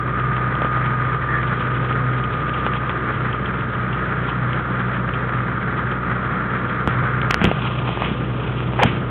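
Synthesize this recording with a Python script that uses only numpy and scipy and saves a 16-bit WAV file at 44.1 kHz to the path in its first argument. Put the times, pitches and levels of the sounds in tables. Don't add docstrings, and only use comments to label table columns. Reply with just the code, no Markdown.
import sys
import numpy as np
from scipy import signal
from scipy.fft import rfft, irfft
from scipy.io import wavfile
from scipy.ndimage import uniform_filter1d

SR = 44100
rng = np.random.default_rng(int(sys.argv[2]) if len(sys.argv) > 2 else 0)


def wav_record(signal):
    frames = np.transpose(np.atleast_2d(signal))
    bounded = np.clip(frames, -1, 1)
    quanta = np.round(bounded * 32767).astype(np.int16)
    wavfile.write(sys.argv[1], SR, quanta)


N = 401310
TIME = np.arange(N) / SR

# (f/Hz, level/dB)
HISS_SPECTRUM = [(600, -14.5), (1000, 8), (1800, -9), (2200, -1.5), (2550, 0.5), (2800, -3), (3250, -1.5),
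                 (4400, -4.5)]


def amp(db):
    return 10 ** (np.asarray(db) / 20)


def unit(x):
    return x / np.sqrt(np.mean(x ** 2) + 1e-20)


def curve(rows):
    s, value = np.transpose(rows)
    return np.interp(TIME, np.sort(s), value)


def blend(a, b, share):
    return a + (b - a) * share


def colour(x, spectrum):
    hz, db = np.transpose(spectrum)
    f = np.fft.rfftfreq(N, 1 / SR)
    return irfft(rfft(x) * amp(np.interp(np.log(f + 1), np.log(hz), db)), N)


def noise(spectrum):
    return unit(colour(rng.standard_normal(N), spectrum))


def wander(cutoff_hz):
    f = np.fft.rfftfreq(N, 1 / SR)
    return unit(irfft(rfft(rng.standard_normal(N)) / (1 + (f / cutoff_hz) ** 4), N))


def resonate(x, hz, width_hz):
    carrier = np.exp(2j * np.pi * hz * TIME)
    r = np.exp(-np.pi * width_hz / SR)
    return (carrier * signal.lfilter([(1 - r) ** 2], [1, -2 * r, r * r], x / carrier)).real


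def add(mix, s, sound):
    part = mix[max(round(s * SR), 0):][:len(sound)]
    part += sound[:len(part)]


def tone(cycles, db, waver_db):
    level = amp(db + waver_db * wander(3.0))
    return np.sqrt(2) * level * np.sin(2 * np.pi * (cycles + rng.random()))


def squeak(at_s=1.35, half_width_s=0.065, hz=1780, db=-24):
    swell = np.exp(-((TIME - at_s) / half_width_s) ** 2)
    return amp(db) * swell * unit(resonate(rng.standard_normal(N), hz, width_hz=170))


def fire(top_hz=3400, crackle_t60=0.068, crackle_db=-50, sparks_per_s=40, spread_db=3.0):
    # (t/s, peak level/dB, lower band edge f/Hz, t60/s)
    pops = [(.198, -18, 1300, 0.022), (.367, -16, 900, 0.06), (0.86, -18, 1300, 0.069),
            (1.431, -18, 1800, 0.072), (1.888, -21.5, 1690, .04), (1.927, -19, 1900, .04),
            (2.239, -21, 2520, 0.065), (2.4948, -15.5, 1600, .02), (2.537, -22.5, 2330, .1),
            (2.6652, -5.5, 450, 0.034), (2.736, -21, 2100, 0.078), (2.895, -9.5, 800, 0.064),
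            (3.3298, -18, 2470, 0.028), (3.459, -21.5, 2700, 0.045), (3.609, -23.5, 2400, .04),
            (3.93, -23.5, 2700, .07), (4.532, -12, 1204, 0.058), (5.091, -21, 2000, .04),
            (5.137, -22, 2280, 0.11), (5.915, -22, 2400, 0.058)]
    t, out = np.arange(SR // 10) / SR, np.zeros(N)
    for s, db, low_hz, t60 in pops:
        burst = rng.standard_normal(len(t)) * amp(-60 * t / t60)
        burst[0] += 12
        pop = signal.lfilter(*signal.butter(2, [low_hz, top_hz], "band", fs=SR), burst)
        pop = signal.lfilter(*signal.butter(1, min(2 * low_hz, top_hz), fs=SR), pop)
        add(out, s, amp(db) * pop / abs(pop).max())
    onsets = rng.random(N) < sparks_per_s / SR
    sparks = onsets * amp(spread_db * np.minimum(rng.exponential(1, N), 3))
    crackle = rng.standard_normal(N) * signal.oaconvolve(sparks, amp(-60 * t / crackle_t60))[:N]
    return out + amp(crackle_db) * unit(colour(crackle, HISS_SPECTRUM))


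def swing(away_s=7.26, back_s=8.96, lasts_s=0.44):
    return np.clip((TIME - away_s) / lasts_s, 0, 1) - np.clip((TIME - back_s) / lasts_s, 0, 1)


def coat(away, grain_db=2.9):
    # (f/Hz, level/dB)
    spectrum = [(300, -4), (600, -12), (1150, 6.5), (1800, -12), (2200, -5), (2550, 1), (2850, -3),
                (3250, -2), (4400, -5.5)]
    # (t/s, level/dB)
    levels = [(7.55, -26.5), (8.05, -28.5), (8.25, -33.5), (8.55, -30.5), (8.72, -33.5), (8.92, -25.5),
              (9.05, -36.5)]
    return noise(spectrum) * away * amp(curve(levels) + grain_db * wander(40))


def strokes(fade_db=20.5, octaves_per_db=0.1):
    # (t/s, rise/s, fall/s, scuff level/dB, zip level/dB, zip f/Hz)
    swipes = [(6.88, .03, .25, -37.5, -40.5, 890), (7.32, 0.057, .1, -29, -50.5, 900),
              (7.45, 0.073, .11, -21.5, -19, 310), (7.88, .3, .12, -44.5, -34, 948),
              (8.05, .12, .13, -25.5, -36.5, 700), (8.797, .014, .045, -22, -15, 1149),
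              (8.835, .04, 0.018, -14.5, -10, 834), (8.857, .01, .13, -22, -23.5, 271.3)]
    s, rise, fall, scuff_db, zip_db, hz = np.transpose(swipes)[:, :, None]
    slowed_db = fade_db * np.clip(np.maximum((s - TIME) / rise, (TIME - s) / fall), 0, 4)
    leading = np.argmax(zip_db - slowed_db, axis=0)
    pitch = (hz * 2 ** (-octaves_per_db * slowed_db))[leading, np.arange(N)]
    return (scuff_db - slowed_db).max(axis=0), (zip_db - slowed_db).max(axis=0), pitch


def sleeve(grain_db=2.5, octave_db=-7, unevenness=.14, catch_db=2.0, slips_per_s=130, slip_db=-5):
    scuff_db, zip_db, hz = strokes()
    jerks = (rng.random(N) < slips_per_s / SR) * rng.uniform(-0.97, 1, N)
    slips = amp(slip_db) * unit(resonate(jerks, hz=900, width_hz=1200))
    # (f/Hz, level/dB)
    spectrum = [(100, -3), (350, -2), (800, -3), (1700, 4), (2400, 3.5), (3200, 1.5), (4400, -8)]
    scuff = noise(spectrum) * amp(grain_db * wander(160)) + slips
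    rib_phase = 2 * np.pi * np.cumsum(hz * (1 + unevenness * wander(300))) / SR
    weave = unit(np.sin(rib_phase) + amp(octave_db) * np.sin(2 * rib_phase))
    return scuff * amp(scuff_db) + weave * amp(zip_db + catch_db * wander(200))


def knocks(grit=0.23, snap=0.54, snap_hz=2900, snap_t60=0.0011, thump_hz=184, thump_t60=0.03):
    # (t/s, level/dB, ring f/Hz)
    clicks = [(0.5537, -10, 1000), (.6196, -6.5, 700), (0.6473, -8.5, 530), (.7723, -10.5, 595),
              (5.2942, -10.5, 1500), (6.8754, 0.5, 1300), (7.217, -7, 3500), (7.3077, 0.5, 1410),
              (7.3104, 4.5, 2280), (7.3435, 8.5, 1510), (7.4159, -2.5, 1456), (7.443, 1, 2410),
              (7.453, 2.5, 3100), (7.5149, 0, 700), (7.8916, -6.5, 900), (7.974, -6.5, 900),
              (8.0211, -2, 990), (8.605, -10, 1550), (8.7352, -13.5, 900), (8.7912, -3, 1019)]
    # (t/s, level/dB)
    thumps = [(0.646, -24), (6.877, -6), (7.418, -4), (7.4446, -1.5), (7.4556, -3.5), (7.4752, -1),
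              (8.116, -8.5), (8.8545, -3), (8.932, -12)]
    t, out = np.arange(SR // 10) / SR, np.zeros(N)
    tick = snap * amp(-60 * t / snap_t60) * np.sin(2 * np.pi * snap_hz * t)
    for s, db, hz in clicks:
        scrape = unit(uniform_filter1d(rng.standard_normal(len(t)), size=7))
        decay = amp(-60 * t * hz / 4.5)
        ring = decay * (grit * scrape + np.sin(2 * np.pi * hz * t))
        add(out, s, -amp(db) * (ring + tick))
    for s, db in thumps:
        add(out, s, -amp(db - 60 * t / thump_t60) * np.sin(2 * np.pi * thump_hz * t))
    return out


def governor(free_hz=20.9, creep_hz_per_s=.028, loaded_hz=20.588, load_s=2.65, settle_s=.38):
    load = 1 - np.exp(-np.maximum(TIME - load_s, 0) / settle_s)
    unloaded_hz = free_hz + creep_hz_per_s * np.minimum(TIME, load_s)
    return load, np.cumsum(blend(unloaded_hz, loaded_hz, load)) / SR


def engine(crank, load, away, waver_db_per_order=0.3915, hum_hz=153):
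    # (multiple of crank speed, level/dB)
    exhaust = [(3, -34), (6, -27), (7, -42), (7.5, -48.5), (12, -49), (16, -48.5), (18, -47.5),
               (19.5, -54.5), (21, -47), (24, -49), (27, -57.5)]
    drone = sum(tone(order * crank, db, waver_db_per_order * min(order, 10)) for order, db in exhaust)
    drone_gain = amp(blend(0.2, -1.2, load) + 1.6 * away)
    boom_db = blend(-46.5, -35, load) - 9.5 * away
    boom = tone(9 * crank, boom_db, waver_db=2.0)
    hum = tone(hum_hz * TIME, db=-39, waver_db=3)
    return drone * drone_gain + boom + hum


def gears(crank, load, away, whine_order=59, steady_hz=1194.5, away_db=-9, flutter=0.019, drift_db=1.46):
    # (t/s, level/dB)
    whine_levels = [(0.0, -33.5), (0.3, -29), (0.9, -26.5), (1.3, -34.5), (2.3, -29.5), (3.5, -36.5),
                    (4.3, -42), (6.6, -45), (7.2, -35.1), (8.7, -44)]
    side_orders = (57, 61, 67.5)
    # (free level/dB, loaded level/dB)
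    side_levels = [(-37.5, -53), (-43, -36.5), (-52.5, -35), (-35, -40)]
    whine = tone(whine_order * crank + flutter * wander(5.2), curve(whine_levels) + .5, waver_db=0.7)
    side_cycles = [order * crank for order in side_orders] + [steady_hz * TIME]
    sides = np.zeros(N)
    for cycles, (free_db, loaded_db) in zip(side_cycles, side_levels):
        shivering = cycles + flutter * wander(3.1)
        db = blend(free_db, loaded_db, load) + drift_db * wander(1.3)
        sides += tone(shivering, db, waver_db=0.9)
    return whine + sides * amp(away_db * away)


def pump(crank, away, rise_db_per_s=0.18, shade_db=-12.5, throb=0.17, lope=0.082, spatter_db=4.5):
    # (f/Hz, level/dB)
    rumble_spectrum = [(20, -37.5), (45, -20), (75, -11.5), (100, -2.5), (135, -1.5), (200, -3), (270, -9),
                       (360, -8.5), (480, -11), (700, -17), (950, -20), (1400, -24.5), (3000, -33.5)]
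    # (f/Hz, level/dB)
    rush_spectrum = [(400, -21), (750, -15), (1050, -6.5), (1300, -1), (1500, 0), (1750, -4), (2000, -8.5),
                     (2400, -15.5), (2800, -27), (3300, -24.5), (4400, -18)]
    # (t/s, level/dB)
    rush_levels = [(0, -27), (.8, -25), (2.4, -28), (3.6, -26.5), (4.6, -27), (6.4, -26), (7.25, -24.5)]
    # (t/s, level/dB)
    spray_levels = [(0, -48), (.7, -45), (1.6, -36), (2.6, -37.5), (3.5, -40.5), (4.6, -36.5), (5.7, -48),
                    (6.6, -43.5), (7.3, -57)]
    pulsation = 1 + throb * np.cos(2 * np.pi * 3 * crank) + lope * np.cos(2 * np.pi * crank)
    churn_db = 1.61 * wander(19)
    rumble = noise(rumble_spectrum) * amp(-28 + rise_db_per_s * TIME + churn_db / 2)
    casing = amp(-9) * unit(resonate(rng.standard_normal(N), hz=1240, width_hz=240))
    rush = (noise(rush_spectrum) + casing) * amp(curve(rush_levels) + shade_db * away + churn_db)
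    spray = noise(HISS_SPECTRUM) * amp(curve(spray_levels) + spatter_db * wander(22))
    return (rumble + rush) * pulsation + spray


def scene():
    load, crank = governor()
    away = swing()
    truck = engine(crank, load, away) + gears(crank, load, away) + pump(crank, away)
    return (truck + fire() + squeak() + knocks() + sleeve() + coat(away))[None]


def record(dry, ceiling=0.758, low_hz=40, edge_hz=16000):
    # (f/Hz, level/dB)
    response = [(3280, 0), (3600, -8), (4000, -18), (4250, -28), (4500, -45), (4900, -90)]
    thin = signal.sosfiltfilt(signal.butter(3, low_hz, "high", fs=SR, output="sos"), dry)
    clipped = np.clip(colour(thin, response), -ceiling, ceiling)
    band_limit = signal.firwin(255, edge_hz, window=("kaiser", 9), fs=SR)
    return signal.oaconvolve(clipped, band_limit[None], "same")


dry = scene()
out = record(dry)
wav_record(out)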